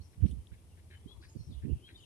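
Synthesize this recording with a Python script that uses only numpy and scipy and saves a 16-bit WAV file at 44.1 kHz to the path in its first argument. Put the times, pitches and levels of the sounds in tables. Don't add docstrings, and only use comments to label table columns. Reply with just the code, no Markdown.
import sys
import numpy as np
from scipy import signal
from scipy.fft import rfft, irfft, next_fast_len
from scipy.io import wavfile
from scipy.ndimage import map_coordinates

SR = 44100
rng = np.random.default_rng(int(sys.argv[2]) if len(sys.argv) > 2 else 0)


def to_wav(sig):
    pcm = np.clip(np.atleast_2d(sig), -1, 1) * 32767
    pcm = np.round(pcm).astype(np.int16)
    wavfile.write(sys.argv[1], SR, pcm.T)


N = 90404
SONG_LEAD_S, CHACK_LEAD_S, RUMBLE_LEAD_S = 0.000385, -0.000115, 0.000135


def amp(db):
    return 10 ** (np.asarray(db) / 20)


def unit(x):
    return x / np.sqrt(np.mean(x ** 2) + 1e-20)


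def colour(points):
    f, db = np.transpose(points)
    return lambda hz: amp(np.interp(np.log(hz + 1), np.log(f), db))


def band(centre_hz, width_hz):
    return lambda hz: 1 / (1 + (2 * (hz - centre_hz) / width_hz) ** 4)


def filtered(x, response):
    n = x.shape[-1]
    padded = next_fast_len(n + 8192)
    return irfft(rfft(x, padded) * response(np.fft.rfftfreq(padded, 1 / SR)), padded)[..., :n]


def noise(response, size=16384):
    return unit(filtered(rng.standard_normal(size), response))


def wobble(t, rate):
    return map_coordinates(rng.standard_normal(256), [t * rate], mode="wrap")


def clock(length):
    return np.arange(int(np.clip(length * SR, 64, 16000))) / SR


def swell(t, rise, fall):
    progress = t / t[-1]
    attack = np.sin(np.pi / 2 * np.clip(progress / rise, 0, 1))
    release = np.sin(np.pi / 2 * np.clip((1 - progress) / fall, 0, 1))
    return attack * release


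def pan(db):
    return unit(amp([db / 2, -db / 2]))


def lead(x, lead_s):
    return filtered(x, lambda hz: np.exp(1j * np.pi * lead_s * np.array([hz, -hz])))


def add(out, start, sound, gains):
    i = round(start * SR)
    sound = sound[max(-i, 0):max(N - i, 0)]
    out[:, max(i, 0):max(i, 0) + len(sound)] += np.outer(gains, sound)


def background(width=0.33):
    # f/Hz, density/dB
    rumble_spectrum = [(20, -5.5), (40, -6.5), (62, -4), (88, 2.5), (125, -8.5), (200, -15), (380, -18.5),
                       (600, -27), (1000, -32), (1500, -48.5), (3000, -92.5)]
    hiss_spectrum = [(300, 3), (1200, 4), (1600, -0.5), (2200, 2), (3000, 1.5), (4300, -2), (5500, -1),
                     (7200, -3), (8800, 2), (10500, 3), (12000, -5.5), (14000, -10)]
    # f/Hz, left over right/dB
    hiss_balance = [(1000, 1), (2500, 3), (9000, 3.5)]
    mid, side = [noise(colour(rumble_spectrum), size=N) for _ in range(2)]
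    left, right = [noise(colour(hiss_spectrum), size=N) for _ in range(2)]
    rumble = unit(np.array([mid + width * side, mid - width * side]))
    rumble_db = -58.5 - 0.2 * wobble(np.arange(N) / SR, rate=6.43)
    hiss = unit(np.array([filtered(left, colour(hiss_balance)), right]))
    return amp(rumble_db) * lead(rumble, RUMBLE_LEAD_S) + amp(-70.5) * hiss


def low_notes():
    # t/s, length/s, centre/Hz, width/Hz, level/dB
    notes = [(.9, 0.038, 367, 89, -69.5), (1.03, .11, 373, 159, -65.5), (1.085, 0.11, 1044, 393, -72.5),
             (1.19, 0.096, 1140, 250, -77), (1.195, 0.026, 317, 71, -61), (1.28, 0.075, 887, 89.5, -76),
             (1.78, 0.083, 342, 151, -66.5), (1.905, 0.085, 315, 126, -64.5)]
    out = np.zeros((2, N))
    for start, length, centre_hz, width_hz, db in notes:
        t = clock(length)
        note = unit(noise(band(centre_hz, width_hz))[:len(t)])
        add(out, start, amp(db) * note * swell(t, rise=0.24, fall=0.42), pan(db=8))
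    return lead(out, RUMBLE_LEAD_S)


def rustles(rough_db=1.5, grain_hz=400):
    # t/s, length/s, centre/Hz, width/Hz, level/dB
    bursts = [(0.203, 0.053, 1920, 2630, -68.5), (0.241, 0.079, 3500, 3230, -69.5),
              (0.247, .1, 9500, 3800, -69)]
    out = np.zeros((2, N))
    for start, length, centre_hz, width_hz, db in bursts:
        t = clock(length)
        level = amp(db + rough_db * wobble(t, grain_hz)) * swell(t, rise=0.55, fall=0.4)
        for gains in np.diag(pan(db=6)):
            add(out, start, level * unit(noise(band(centre_hz, width_hz))[:len(t)]), gains)
    return out


def ticks(attack_s=0.00033):
    # t/s, level of half the peak/dB, centre/Hz, width/Hz, t60/s
    clicks = [(0.2627, -58.5, 2780, 2180, 0.034), (0.3105, -61, 3330, 820, 0.06),
              (0.3117, -61.5, 8500, 6000, 0.013), (0.4694, -58, 3520, 950, 0.012),
              (.914, -67, 3130, 1200, 0.0072), (1.89, -56.5, 2670, 900, 0.024)]
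    out = np.zeros((2, N))
    for start, db, centre_hz, width_hz, t60 in clicks:
        t = clock(t60)
        envelope = amp(-60 * t / t60) * (1 - np.exp(-t / attack_s))
        click = noise(band(centre_hz, width_hz))[:len(t)] * envelope
        add(out, start, 2 * amp(db) * click / np.abs(click).max(), pan(db=10))
    return out


def wind(low_slope=1.33, high_slope=2.81, port_top_hz=444):
    # peak t/s, length/s, level/dB, eddy f/Hz, port (0 left, 1 right)
    puffs = [(.0, .04, -42, 77, 1), (0.199, 0.073, -44, 93, 1), (.236, 0.049, -23.5, 86, 1),
             (0.252, 0.054, -28.5, 157, 1), (0.31, 0.14, -43, 135, 1), (0.322, 0.034, -38, 65.5, 1),
             (.38, 0.092, -44, 73.4, 1), (.527, 0.0437, -46, 63.6, 1), (1.062, .022, -44, 184, 1),
             (1.363, 0.039, -41, 176, 1), (1.406, 0.049, -42.5, 72.5, 1), (1.506, 0.085, -47, 130, 1),
             (1.565, 0.071, -43, 65, 1), (1.651, 0.044, -36.5, 154, 1), (1.689, 0.095, -40, 225, 1),
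             (1.711, 0.092, -32, 72.4, 1), (.32, 0.11, -54, 80, 0), (0.406, .07, -54.5, 82, 0),
             (1.161, .11, -54.5, 73, 0), (1.278, 0.059, -60, 75, 0), (1.481, 0.067, -48.5, 79, 0),
             (1.627, 0.059, -46, 73.6, 0), (1.756, 0.054, -43.5, 72, 0)]
    out = np.zeros((2, N))
    for peak, length, db, eddy_hz, port in puffs:
        def eddy_at_port(hz):
            ratio = hz / eddy_hz
            eddy = ratio ** low_slope / (1 + ratio ** (low_slope + high_slope))
            return eddy / np.hypot(1, (hz / port_top_hz) ** 3)

        n = len(clock(length))
        turbulence = noise(eddy_at_port)[-n - 2048:][:n]
        puff = unit(turbulence * np.hanning(n))
        add(out, peak - length / 2, amp(db) * puff, [port == 0, port == 1])
    return out


def tree_echo(x, t60=0.31, build_s=0.0074):
    t = np.arange(SR // 2) / SR
    tail = rng.standard_normal((2, len(t))) * amp(-60 * t / t60) * (1 - np.exp(-t / build_s))
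    return signal.fftconvolve(x, tail / np.linalg.norm(tail[0]), axes=1)[:, :N]


def chatter(count=18, pitch_hz=3100, spread=0.21):
    out = np.zeros((2, N))
    n = len(clock(length=0.048))
    for when, pitch in rng.random((count, 2)):
        centre_hz = pitch_hz * (1 + spread * (2 * pitch - 1))
        chirp = noise(band(centre_hz, width_hz=500))[:n] * np.hanning(n)
        add(out, when * N / SR, amp(-79) * chirp, pan(db=-1))
    return out


def chacks(pulse_hz=85, pulse_decay=0.93):
    # t/s, length/s, level/dB, pan/dB, share by which the resonances rise
    calls = [(0.132, 0.016, -71.5, 10, 0.073), (0.514, 0.043, -70, 6, 0.29),
             (0.772, 0.032, -71.5, 6, 0.035), (0.901, .058, -62, 5.5, -0.031),
             (1.223, 0.036, -63, 6, 0.196), (1.62, 0.041, -67.5, 2.5, 0.068),
             (1.877, 0.043, -63.5, 3.5, 0.11)]
    # f/Hz, gain/dB
    throat = [(900, -37), (1350, -19), (1650, 1), (1950, -3), (2250, -4), (2550, -6), (3000, -15.5),
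              (4000, -10), (6000, -56)]
    out = np.zeros((2, N))
    for start, length, db, pan_db, glide in calls:
        t = clock(length)
        cycle = (pulse_hz * t + 0.14 * wobble(t, pulse_hz)) % 1
        pulses = rng.standard_normal(16384)[:len(t)] * np.exp(-pulse_decay * cycle)
        rasp = filtered(pulses, colour(throat))
        warped_t = t + glide * t * (t / t[-1] - 1) / 2
        call = unit(np.interp(warped_t, t, rasp))
        add(out, start, amp(db) * call * swell(t, rise=0.15, fall=0.1), pan(pan_db))
    return out


def buzzes():
    # t/s, length/s, centre/Hz, width/Hz, level/dB, pan/dB
    notes = [(.01, 0.077, 5600, 865, -72, 8), (0.093, 0.06, 5500, 700, -79, 11),
             (0.25, 0.055, 5740, 860, -72.5, 6), (1.075, 0.062, 3880, 650, -67.5, 5),
             (1.206, 0.078, 4600, 810, -70, 4), (1.213, 0.064, 5750, 700, -74.5, 2),
             (1.271, 0.12, 4950, 770, -84, 10), (1.284, 0.059, 6700, 1300, -69, -3),
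             (1.357, 0.16, 5550, 970, -72, 5), (1.396, 0.043, 4400, 596, -73, 14),
             (1.501, 0.049, 4370, 1090, -72.5, 4), (1.523, 0.041, 3620, 744, -65.5, 10),
             (1.554, 0.07, 3380, 650, -74.5, 9), (1.66, 0.22, 2920, 825, -76, 6),
             (1.838, 0.1, 3870, 650, -69.5, 5), (1.967, 0.043, 4240, 1400, -71, 10),
             (1.968, 0.083, 6870, 1310, -75.5, -16), (1.99, 0.091, 3380, 800, -66.5, 8)]
    out = np.zeros((2, N))
    for start, length, centre_hz, width_hz, db, pan_db in notes:
        t = clock(length)
        buzz = unit(noise(band(centre_hz, width_hz))[:len(t)])
        add(out, start, amp(db) * buzz * swell(t, rise=0.32, fall=0.36), pan(pan_db))
    return out


def whistles(warble_hz=87, drift=0.0037, flutter_db=3.83, flutter_hz=148.6):
    # t/s, length/s, first f/Hz, middle f/Hz, last f/Hz, level/dB, warble depth/Hz, pan/dB
    notes = [(.006, 0.0194, 3750, 4280, 4380, -65.5, -3, 16), (.112, 0.03, 3850, 4100, 4200, -82, -4, 16),
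             (0.379, 0.048, 3080, 3060, 3120, -76.5, 8, 14), (0.575, .026, 3440, 3380, 3370, -74.5, 95, 19),
             (0.674, 0.057, 3090, 2970, 2550, -80.5, 90, 8),
             (0.913, 0.072, 3166, 3034, 3096, -67.5, 12, 15),
             (1.022, 0.017, 3640, 3510, 3220, -72.5, -10, 3),
             (1.068, 0.068, 3045, 3320, 3375, -59, -13, 13), (1.2, 0.058, 4250, 3930, 3620, -73.5, 179, 2),
             (1.28, 0.027, 5490, 5120, 5000, -71.5, 7, -5), (1.352, 0.078, 4720, 4360, 4080, -72.5, -18, 0),
             (1.48, 0.058, 3630, 3920, 2980, -76, 45, 21), (1.54, 0.061, 2860, 2850, 2900, -73.5, 5, 6),
             (1.679, 0.063, 2478, 2830, 2540, -70, 78, 11), (1.814, 0.078, 3000, 3177, 3360, -60, 3, 5),
             (1.936, 0.038, 3380, 3650, 3610, -58.5, 0, 3.5), (1.955, 0.054, 3660, 3655, 3510, -70, 5, 10),
             (1.961, 0.038, 3490, 3100, 3050, -68, -5, 6), (1.986, 0.031, 3290, 2950, 2580, -68.5, 11, 19),
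             (2.013, 0.035, 2995, 3110, 2530, -66, -4, 10), (2.03, 0.027, 3090, 3020, 3100, -65, -2, 19)]
    out = np.zeros((2, N))
    for start, length, first_hz, middle_hz, last_hz, db, depth_hz, pan_db in notes:
        t = clock(length)
        parabola = np.polyfit([0, 0.5, 1], [first_hz, middle_hz, last_hz], 2)
        arc = np.polyval(parabola, t / t[-1])
        warble = depth_hz * np.sin(2 * np.pi * warble_hz * t)
        hz = arc * (1 + drift * wobble(t, flutter_hz)) + warble
        tone = np.sqrt(2) * np.sin(2 * np.pi * np.cumsum(hz) / SR)
        level = amp(db + flutter_db * wobble(t, flutter_hz)) * swell(t, rise=0.68, fall=0.23)
        add(out, start, level * tone, pan(pan_db))
    return out


def scene():
    song = lead(whistles() + buzzes() + chatter(), SONG_LEAD_S)
    birds = song + lead(chacks(), CHACK_LEAD_S)
    echo = amp(-8) * pan(db=-5)[:, None] * tree_echo(birds)
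    return birds + echo + low_notes() + ticks() + rustles() + wind() + background()


def record(dry):
    low_cut_hz, q, top_hz = 61.8, 1.74, 14200

    def response(hz):
        s = 1j * hz / low_cut_hz
        high_pass = s * s / (s * s + s / q + 1)
        return high_pass * (hz < top_hz)

    return filtered(dry, response)


dry = scene()
out = record(dry)
to_wav(out)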